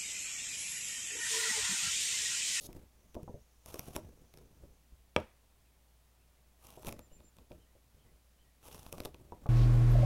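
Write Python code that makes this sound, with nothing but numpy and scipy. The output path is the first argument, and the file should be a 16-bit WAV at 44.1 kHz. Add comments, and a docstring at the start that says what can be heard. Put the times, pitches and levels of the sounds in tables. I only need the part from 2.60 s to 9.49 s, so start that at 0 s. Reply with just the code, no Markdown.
"""A stiff paper poster is held close to the microphone in a small, quiet room with mains hum and soft noise.
First the flexing sheet rumbles, an edge is swiped with a bright hiss, and fingertips thump and nails tick.
The hands slide and press three times, with friction noise and small crease ticks; far birds twitter as echo.
Once the sheet buckles with a loud snap of ringing modes, shudders and echoes off a wall as a tick; then birds
call and whistle as gliding sines. Noise bursts and decaying modes make the paper; a noise tail the room."""
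import sys
import numpy as np
from scipy import signal
from scipy.fft import rfft, irfft
from scipy.io import wavfile

SR = 44100
rng = np.random.default_rng(int(sys.argv[2]) if len(sys.argv) > 2 else 0)


def transcribe(signal):
    """Save signal, clipped to [-1, 1], as a 16-bit WAV file at the path in sys.argv[1]."""
    frames = np.atleast_2d(signal).T
    limited = np.clip(frames, -1, 1)
    pcm = np.round(limited * 32767).astype(np.int16)
    wavfile.write(sys.argv[1], SR, pcm)


N = 303849
TIME = np.arange(N) / SR
SNAP_S = 2.5628   # the moment the sheet pops through


def from_db(db):
    """Decibels to gain."""
    return 10 ** (np.asarray(db) / 20)


def at_hz(points, hz, axis=1):
    """One column of a spectrum, read on a log-frequency axis."""
    table = np.array(points, float)
    return np.interp(np.log(np.maximum(hz, 1)), np.log(table[:, 0]), table[:, axis])


def add(track, s, sound):
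    """Mix a short sound into a track at time s."""
    start = round(s * SR)
    track[start:start + len(sound)] += sound[:N - start]


def unit_energy(x):
    """Scale to a summed square of 1."""
    return x / np.sqrt(np.sum(x ** 2) + 1e-20)


def low_pass(x, edge_hz, order=2):
    """Causal Butterworth low-pass."""
    return signal.sosfilt(signal.butter(order, edge_hz, fs=SR, output="sos"), x + 1e-18)


def colour(x, spectrum, size=8192):
    """Causal (minimum-phase) filter with the given gains."""
    gains = from_db(at_hz(spectrum, np.fft.rfftfreq(size, 1 / SR)))
    # folding the cepstrum onto positive times puts the response at its earliest
    cepstrum = irfft(np.log(gains))
    cepstrum[1:size // 2] *= 2
    cepstrum[size // 2 + 1:] = 0
    response = irfft(np.exp(rfft(cepstrum)))
    return signal.fftconvolve(x, response)[:N]


def ring(x, hz, t60):
    """A unit click sets a sine of height 1 ringing; it falls by 60 dB in t60 seconds."""
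    r, w = np.exp(-np.log(1000) / (t60 * SR)), 2 * np.pi * hz / SR
    return signal.lfilter([0, np.sin(w)], [1, -2 * r * np.cos(w), r * r], x + 1e-18)


def drift(rate):
    """Random values, rate per second, joined by straight lines; spread just under 1."""
    return np.interp(TIME * rate, np.arange(N), rng.standard_normal(N))


def fade(rows):
    """Gain along a level curve, silent outside it."""
    s, db = np.transpose(rows)
    return from_db(np.interp(TIME, s, db)) * (TIME > s[0]) * (TIME < s[-1])


def envelope(start_s, end_s, attack_s, release_s):
    """Rise, hold, then die away."""
    rise = np.clip((TIME - start_s) / attack_s, 0, 1)
    return rise * np.exp(-np.maximum(TIME - end_s, 0) / release_s)


def background(waver_db=1):
    """Soft coloured room noise, with a low hum and a faint electronic whine that waver in level."""
    # steady tones: pitch_hz, rms_db
    steady_tones = [(59.2, -68.5), (10374, -92)]
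    # colour of the room noise: pitch_hz, gain_db
    noise_colour = [(20, -47), (45, -55), (100, -52), (170, -56.5), (300, -62.5), (700, -64), (1500, -70),
                    (2600, -70.5), (5000, -73), (16000, -74.5)]
    hum = np.zeros(N)
    for hz, db in steady_tones:
        gain = np.sqrt(2) * from_db(db + waver_db * drift(15))
        hum += gain * np.sin(2 * np.pi * hz * TIME)
    return hum + colour(rng.standard_normal(N), noise_colour)


def handling():
    """Gains of the skin's hiss and the sheet's rumble as the hands slide, press and rest; powers add."""
    # a hand shifts its grip, sliding and then pressing down: start_s, press_s, slide_db, press_db
    grip_shifts = [(1.034, 1.358, -61, -55), (3.985, 4.284, -66, -51.5), (6.008, 6.456, -61, -60.5)]
    # the sheet flexes under resting fingers: start_s, end_s, rumble_db
    flexes = [(0.0, 0.226, -63.5), (.33, 0.54, -73.5), (1.518, 1.66, -65.5), (1.735, 1.853, -64.5),
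              (1.894, 2.108, -69), (4.456, 4.637, -69), (4.78, 4.823, -65), (4.899, 4.974, -62),
              (5.341, 5.56, -73), (6.514, 6.882, -67.5)]
    slide_attack_s, slide_release_s = 0.063, 0.021
    # as the fingers bear down, the hiss sags and the sheet's rumble grows
    hiss_sag_db_per_s, rumble_rise_db_per_s, rumble_start_db = 18, 22, -9
    press_attack_s, press_release_s = 0.033, 0.016
    press_rumble_db, press_rumble_release_s = 1.5, 0.072
    flex_attack_s, flex_release_s, flex_hiss_db = 0.005, 0.033, -20.5

    hiss, rumble = np.zeros((2, N))
    for start_s, press_s, slide_db, press_db in grip_shifts:
        age = np.clip(TIME - start_s, 0, press_s - start_s)
        slide = from_db(slide_db) * envelope(start_s, press_s, slide_attack_s, slide_release_s)
        hiss += (slide * from_db(-hiss_sag_db_per_s * age)) ** 2
        rumble += (slide * from_db(rumble_start_db + rumble_rise_db_per_s * age)) ** 2
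        lean_s = press_s - press_attack_s
        press = envelope(lean_s, press_s, press_attack_s, press_release_s)
        press_shake = envelope(lean_s, press_s, press_attack_s, press_rumble_release_s)
        hiss += (from_db(press_db) * press) ** 2
        rumble += (from_db(press_db + press_rumble_db) * press_shake) ** 2
    for start_s, end_s, level_db in flexes:
        flex = from_db(level_db) * envelope(start_s, end_s, flex_attack_s, flex_release_s)
        hiss += (from_db(flex_hiss_db) * flex) ** 2
        rumble += flex ** 2
    return np.sqrt(hiss), np.sqrt(rumble)


def sliding(hiss, rumble, slip_db=-4, fine_db=-2, shake_db=-1, uneven_db=2.5, swell_db=1.5):
    """Skin sticks and slips: a fine hiss with coarser crackles, while the sheet rumbles under the hand."""
    # colours of the friction and of the shaken sheet: pitch_hz, gain_db
    hiss_colour, rumble_colour = [(300, -7), (800, 13.5), (1300, 7), (1800, -6.5), (2700, 2.5), (4500, -2),
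                                  (6200, 1.5), (7500, -1.5), (11000, 5), (16000, -3)], [(25, 24.5), (90, 24.5), (170, 18.5), (500, 11),
                                                (1000, -0.5), (1300, -3), (1800, -7), (4000, -13.5)]
    slips_per_s, slip_spread_db = 900, 3.8
    sizes = from_db(slip_spread_db * np.minimum(rng.exponential(1, N), 4)) * rng.choice([-1, 1], N)
    slips = unit_energy(sizes * (rng.random(N) < slips_per_s / SR)) * np.sqrt(N)   # rms 1
    grip_db = uneven_db * drift(120) + swell_db * drift(30)
    friction = from_db(slip_db) * slips + from_db(fine_db) * rng.standard_normal(N)
    shaking = rng.standard_normal(N) * from_db(2 * grip_db + shake_db)
    rub = friction * hiss * from_db(grip_db)
    return colour(rub, hiss_colour) + patches(rub) + colour(shaking * rumble, rumble_colour)


def patches(rub):
    """Each paper resonance comes and goes at random as the finger travels over the paper."""
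    # resonances under a moving finger: pitch_hz, width_hz, level_db (relative to the trim)
    rub_resonances = [(1020, 350, 4), (2830, 650, 0.5), (5900, 900, -3)]
    trim_db, wander_db, wander_per_s = -7.5, 4.5, 30
    out = np.zeros(N)
    for hz, width_hz, level_db in rub_resonances:
        b, a = signal.iirpeak(hz, hz / width_hz, fs=SR)
        gain = from_db(level_db + trim_db + wander_db * drift(wander_per_s))
        out += signal.lfilter(b, a, rub * gain + 1e-18)
    return out


def swipe():
    """One fast stroke along the edge gives a smooth, bright hiss of shaped noise."""
    # loudness of the stroke: time_s, level_db
    stroke = [(.007, -57), (.011, -52.5), (.035, -52), (.067, -47.5), (.074, -68), (.085, -82)]
    # its colour: pitch_hz, gain_db
    stroke_colour = [(500, 3), (1800, -20), (3600, 0.5), (5600, -1), (6500, 3.5), (7200, -1.5), (8900, -6),
                     (10200, 7), (11400, 1), (12700, 1.5), (14100, -4), (16000, -7)]
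    return colour(rng.standard_normal(N) * fade(stroke), stroke_colour)


def creases(hiss, size=1024):
    """Small creases give way at uneven intervals, their ticks tracking the hiss; rows for ticks()."""
    creases_per_s, level_over_hiss_db, spread_db = 40, 18.5, 3.5
    brightness_db, weight_db = 4, -4
    chance = rng.random((size, 3))
    times = np.cumsum(.5 + chance[:, 0]) / creases_per_s
    scatter_db = spread_db * np.sqrt(12) * (chance[:, 1:] - .5)
    rows = []
    for s, (size_db, tone_db) in zip(times, scatter_db):
        if s < TIME[-1]:
            hiss_db = 20 * np.log10(hiss[int(s * SR)] + 1e-9)
            rows.append((s, hiss_db + level_over_hiss_db + size_db, brightness_db + tone_db, weight_db))
    return rows


def crack(decay_s, size=400):
    """Paper fibres give way in a noise burst that dies within milliseconds; energy 1."""
    return unit_energy(rng.standard_normal(size) * np.exp(-TIME[:size] / decay_s))


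def spike(burst_share, size=400):
    """A sharp spike with a noise burst behind it; energy about 1."""
    burst = crack(decay_s=.0008)
    return np.sqrt(burst_share) * burst - np.sqrt(1 - burst_share) * signal.unit_impulse(size)


def ticks(rows, push_s=0.00008, rasp_db=-13, size=400):
    """A brief rasp, then release: a bright crack, a hollow click and a one-sided push of air."""
    # colours of crack and click: pitch_hz, gain_db
    crack_colour, click_colour = [(1500, -20), (3000, -12), (4900, -1), (5500, 8), (6700, 0), (9000, 0.5),
                                  (13000, 2), (16000, -9.5)], [(500, 2), (1300, -21.5), (1800, 7), (2450, 14), (3000, 5),
                                                 (3500, 11), (4600, 0), (8000, -8.5)]
    cracks, clicks, pushes = np.zeros((3, N))
    age = TIME[:size] / push_s
    for s, click_db, brightness_db, weight_db in rows:
        drag = from_db(rasp_db) * crack(decay_s=.003)[::-1]   # grows towards the release
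        layers = (cracks, click_db + brightness_db, .6), (clicks, click_db, .35)
        for track, level_db, burst_share in layers:
            add(track, max(s - size / SR, 0), from_db(level_db) * drag)
            add(track, s, from_db(level_db) * spike(burst_share))
        add(pushes, s, -from_db(click_db + weight_db) * age * np.exp(1 - age))
    return colour(cracks, crack_colour) + colour(clicks, click_colour) + pushes


def thumps(rows, swell_s, sway_db, size=4096, length_s=0.0065, sway_hz=110, dent_db=-4):
    """A soft contact dents the sheet, shakes it briefly as low-passed noise and makes it sway."""
    out = np.zeros(N)
    sway = from_db(sway_db) * unit_energy(low_pass(signal.unit_impulse(size), sway_hz))
    age = TIME[:size] / swell_s
    for s, level_db, edge_hz in rows:
        flutter = low_pass(rng.standard_normal(size) * np.sqrt(age) * np.exp(-age), edge_hz, order=8)
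        dent = low_pass(signal.unit_impulse(size), edge_hz, order=6)
        knock = unit_energy(unit_energy(flutter) - from_db(dent_db) * unit_energy(dent))
        # the knock's level is its rms if spread over length_s
        add(out, s, from_db(level_db) * np.sqrt(length_s * SR) * (knock - sway))
    return out


def fingertips():
    """Landing fingertips thump softly and sway the whole sheet more than a nail does."""
    # a fingertip lands or the sheet gives: start_s, level_db, upper_edge_hz
    landings = [(.090, -48, 860), (.553, -48.5, 463), (.566, -39.5, 850), (.596, -54, 1010),
                (.630, -46, 460), (.678, -46, 1120), (.695, -45.5, 580), (.742, -44, 597),
                (1.283, -49.5, 706), (1.834, -59, 573), (2.036, -53.5, 640), (2.323, -51, 103),
                (4.174, -49.5, 890), (4.275, -44.5, 1090), (4.522, -53, 121), (4.911, -49, 840),
                (5.153, -61.5, 724), (6.337, -47.5, 1120), (6.722, -43, 1070), (6.859, -40, 1220)]
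    return thumps(landings, swell_s=0.0052, sway_db=-5)


def nails_and_wall_echo():
    """Nails, and once the snap's echo off a wall, each give a tick and a knock according to weight."""
    # a nail catches on the paper; the tick at 2.602 s is the snap's echo off a wall:
    # time_s, click_db, brightness_db (over click), weight_db (over click)
    sharp_sounds = [(0.1295, -38.5, 4, -18), (0.5453, -38, 2, -9), (.5519, -41.5, 2, 0),
                    (0.6319, -50.5, 12, -1), (1.0605, -39, 10.5, -6), (1.1429, -37.5, 15.5, 5),
                    (1.157, -40, 5, -3.5), (1.1939, -25.5, 11.5, -8.5), (1.3514, -31, 0, -10),
                    (1.3585, -28, 1, -16), (1.3636, -20.5, 4, -5.5), (1.7395, -37, -2, -12),
                    (1.7739, -42, 5.5, -4.5), (1.7855, -45, 2, -8), (2.602, -40, 1.5, -14),
                    (4.069, -46.5, 16, -18), (4.1044, -36.5, 3, -16), (4.2318, -43.5, 5.5, -1),
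                    (4.2481, -33, 2.5, -4.5), (4.2699, -21, -4, -17), (4.2843, -23, -6, -9.5),
                    (4.2914, -28, 0, -26), (4.3255, -26.5, 1, -12), (4.3926, -37.5, 5.5, -3.5),
                    (4.604, -46.5, -10, -3.5), (4.768, -41, -2, -12.5), (4.7856, -42.5, -4, -6),
                    (4.918, -41.5, -5, -5), (6.0849, -36.5, 3.5, -8.5), (6.146, -40, 10.5, -1),
                    (6.2646, -38, 4, -2.5), (6.3267, -27.5, 8.5, -9.5), (6.3821, -36.5, 6, -0.5),
                    (6.4033, -23.5, -3.5, -6.5), (6.4356, -34, -4, -16), (6.451, -26, 4.5, -8),
                    (6.4558, -23.5, 1.5, -6.5), (6.545, -36.5, -7, -6), (6.721, -43, -2, -8),
                    (6.866, -40.5, -0.5, -6)]
    knock_db, knock_edge_hz = -11.5, 1093   # the knock lies below the push
    knocks = [(s, click_db + weight_db + knock_db, knock_edge_hz)
              for s, click_db, _, weight_db in sharp_sounds]
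    return ticks(sharp_sounds) + thumps(knocks, swell_s=0.0018, sway_db=-10.5)


def twitter(pitch_hz=6200, spread_hz=600, throb_db=4, count=5):
    """A far songbird: high sines of wandering pitch and level overlap into a faint shimmer."""
    # loudness of the shimmer: time_s, level_db
    shimmer = [(.25, -94), (.4, -81.5), (1.5, -80), (2.15, -84), (2.3, -95)]
    notes = np.zeros(N)
    for _ in range(count):
        pitch = pitch_hz + spread_hz * drift(83)
        notes += from_db(throb_db * drift(28.0)) * np.sin(2 * np.pi * np.cumsum(pitch) / SR)
    return fade(shimmer) * notes / np.sqrt(count)


def snap(level_db=-16, crack_db=-11, crack_delay_s=.0008, release_hz=9000):
    """The bowed patch flips over: its modes ring out at once and the crease cracks just after."""
    # fast modes of the buckling patch: pitch_hz, level_db (relative to the snap), t60_s
    patch_modes = [(82.5, -17, 0.1), (188, -7, 0.025), (547, 1, 0.012), (920, -8.5, 0.027),
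                   (1240, -8, 0.028), (1680, -8, 0.014), (2317, -5.5, 0.023), (2680, -3.5, 0.0099),
                   (3317, -6.5, 0.013), (5584, -16.5, 0.011)]
    # colour of the crease's crack: pitch_hz, gain_db
    crease_colour = [(1000, -9.5), (4000, 11.5), (6500, 8.5), (8000, 14), (10000, 11.5), (12500, -5.5),
                     (16000, -32)]
    blow, crease, patch = np.zeros((3, N))
    add(blow, SNAP_S, np.ones(1))
    add(crease, SNAP_S + crack_delay_s, crack(decay_s=0.0016))
    blow = low_pass(blow, release_hz)
    for k, (hz, db, t60) in enumerate(patch_modes):
        patch += (-1) ** (k + 1) * from_db(db) * ring(blow, hz, t60)   # signs alternate
    return from_db(level_db) * (patch + from_db(crack_db) * colour(crease, crease_colour))


def shudder(level_db=-43, t60=0.42, size=16384):
    """After the snap, bending waves scatter at the sheet's edges: a decaying wash of noise."""
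    # colour of the scattered waves: pitch_hz, gain_db
    wave_colour = [(150, -8.5), (600, 2.5), (1100, -0.5), (2000, -1.5), (4000, -13), (12000, -28)]
    out = np.zeros(N)
    decay = np.exp(-np.log(1000) * TIME[:size] / t60)
    add(out, SNAP_S, from_db(level_db) * rng.standard_normal(size) * decay)
    return colour(out, wave_colour)


def note(hz, length_s, arch, waver, count=24):
    """A bird's note swells and fades while its pitch arches and wavers."""
    along = np.linspace(0, 1, round(length_s * SR))
    wobble = np.interp(along, np.linspace(0, 1, count), rng.standard_normal(count))
    pitch = hz * (1 - arch * (2 * along - 1) ** 2 + waver * wobble)
    return np.sin(np.pi * along) * np.sin(2 * np.pi * np.cumsum(pitch) / SR)


def birds():
    """One far bird gives hoarse, falling two-note calls; another whistles thin, arched notes."""
    # two-note calls: start_s, first_hz, second_hz, level_db
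    two_note_calls = [(3.029, 2650, 2300, -81), (3.58, 2600, 2330, -81.5), (4.331, 1990, 1840, -76),
                      (4.481, 2990, 2500, -76), (4.98, 3000, 1950, -76), (5.38, 3170, 2010, -77),
                      (5.77, 3090, 1950, -75)]
    # whistled notes: start_s, pitch_hz, level_db
    whistles = [(4.16, 7650, -71), (4.29, 7300, -74), (4.404, 7300, -67.5), (4.514, 7290, -63.5),
                (4.63, 7270, -65)]
    call = dict(length_s=.08, arch=.08, waver=.04)
    second_after_s, second_note_db = 0.062, -3.5
    out = np.zeros(N)
    for s, first_hz, second_hz, level_db in two_note_calls:
        add(out, s, from_db(level_db) * note(first_hz, **call))
        add(out, s + second_after_s, from_db(level_db + second_note_db) * note(second_hz, **call))
    for s, hz, level_db in whistles:
        add(out, s, from_db(level_db) * note(hz, length_s=.068, arch=0.038, waver=.004))
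    return out


def sheet(x):
    """The held poster rings on in its slow modes, driven by the sound fed into it."""
    # slow modes of the whole sheet: pitch_hz, level_db, t60_s
    slow_modes = [(83, -67, .16), (149, -66.5, .13), (228, -66, .12), (362, -62, .12), (516.5, -51, .16),
                  (631, -49.5, 0.18), (731, -52.5, .15), (864, -55, .13), (972, -57, .13),
                  (1122, -57.5, 0.11), (1232, -55.5, 0.075), (1356, -56.5, 0.18), (2310, -69.5, 0.16)]
    return sum(from_db(db) * ring(x, hz, t60) for hz, db, t60 in slow_modes)


def room(x, first_echo_s=0.0063, size=16384):
    """A diffuse noise tail that dies away band by band."""
    # the room's echo: pitch_hz, level_db, t60_s
    echo_bands = [(60, -8.5, .15), (200, -7.5, .15), (550, -7.5, 0.14), (1200, -11.5, 0.15),
                  (2400, -19, .25), (5000, -17, .21), (14000, -19, .15)]
    edges = np.geomspace(30, 18000, 19)
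    age, tail = TIME[:size] - first_echo_s, np.zeros(size)
    for low, high in zip(edges, edges[1:]):
        hz = np.sqrt(low * high)
        decay = np.exp(-np.log(1000) * age / at_hz(echo_bands, hz, axis=2))
        echoes = rng.standard_normal(size) * (age > 0) * decay
        band = signal.sosfilt(signal.butter(2, [low, high], "band", fs=SR, output="sos"), echoes)
        # energy in proportion to bandwidth, so the level is a gain
        tail += from_db(at_hz(echo_bands, hz)) * np.sqrt(2 * (high - low) / SR) * unit_energy(band)
    return signal.fftconvolve(x, tail)[:N]


def scene():
    """The paper is close and fairly dry; the birds arrive mostly as echo."""
    finger_damping_db, bird_echo_db = -5, 10.5
    hiss, rumble = handling()
    touches = sliding(hiss, rumble) + swipe() + ticks(creases(hiss)) + fingertips()
    touches += nails_and_wall_echo()
    buckle = snap()
    # a finger resting on the sheet damps the modes that it excites
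    ringing = sheet(buckle + from_db(finger_damping_db) * touches)
    paper = touches + buckle + shudder() + ringing
    outside = twitter() + birds()
    echo = room(paper + from_db(bird_echo_db) * outside)
    return (paper + outside + echo + background())[None]


def record(dry):
    """A steep elliptic low-pass cuts off the very top."""
    cutoff_hz = 15900
    return signal.sosfilt(signal.ellip(12, .1, 80, cutoff_hz, fs=SR, output="sos"), dry)


dry = scene()
out = record(dry)
transcribe(out)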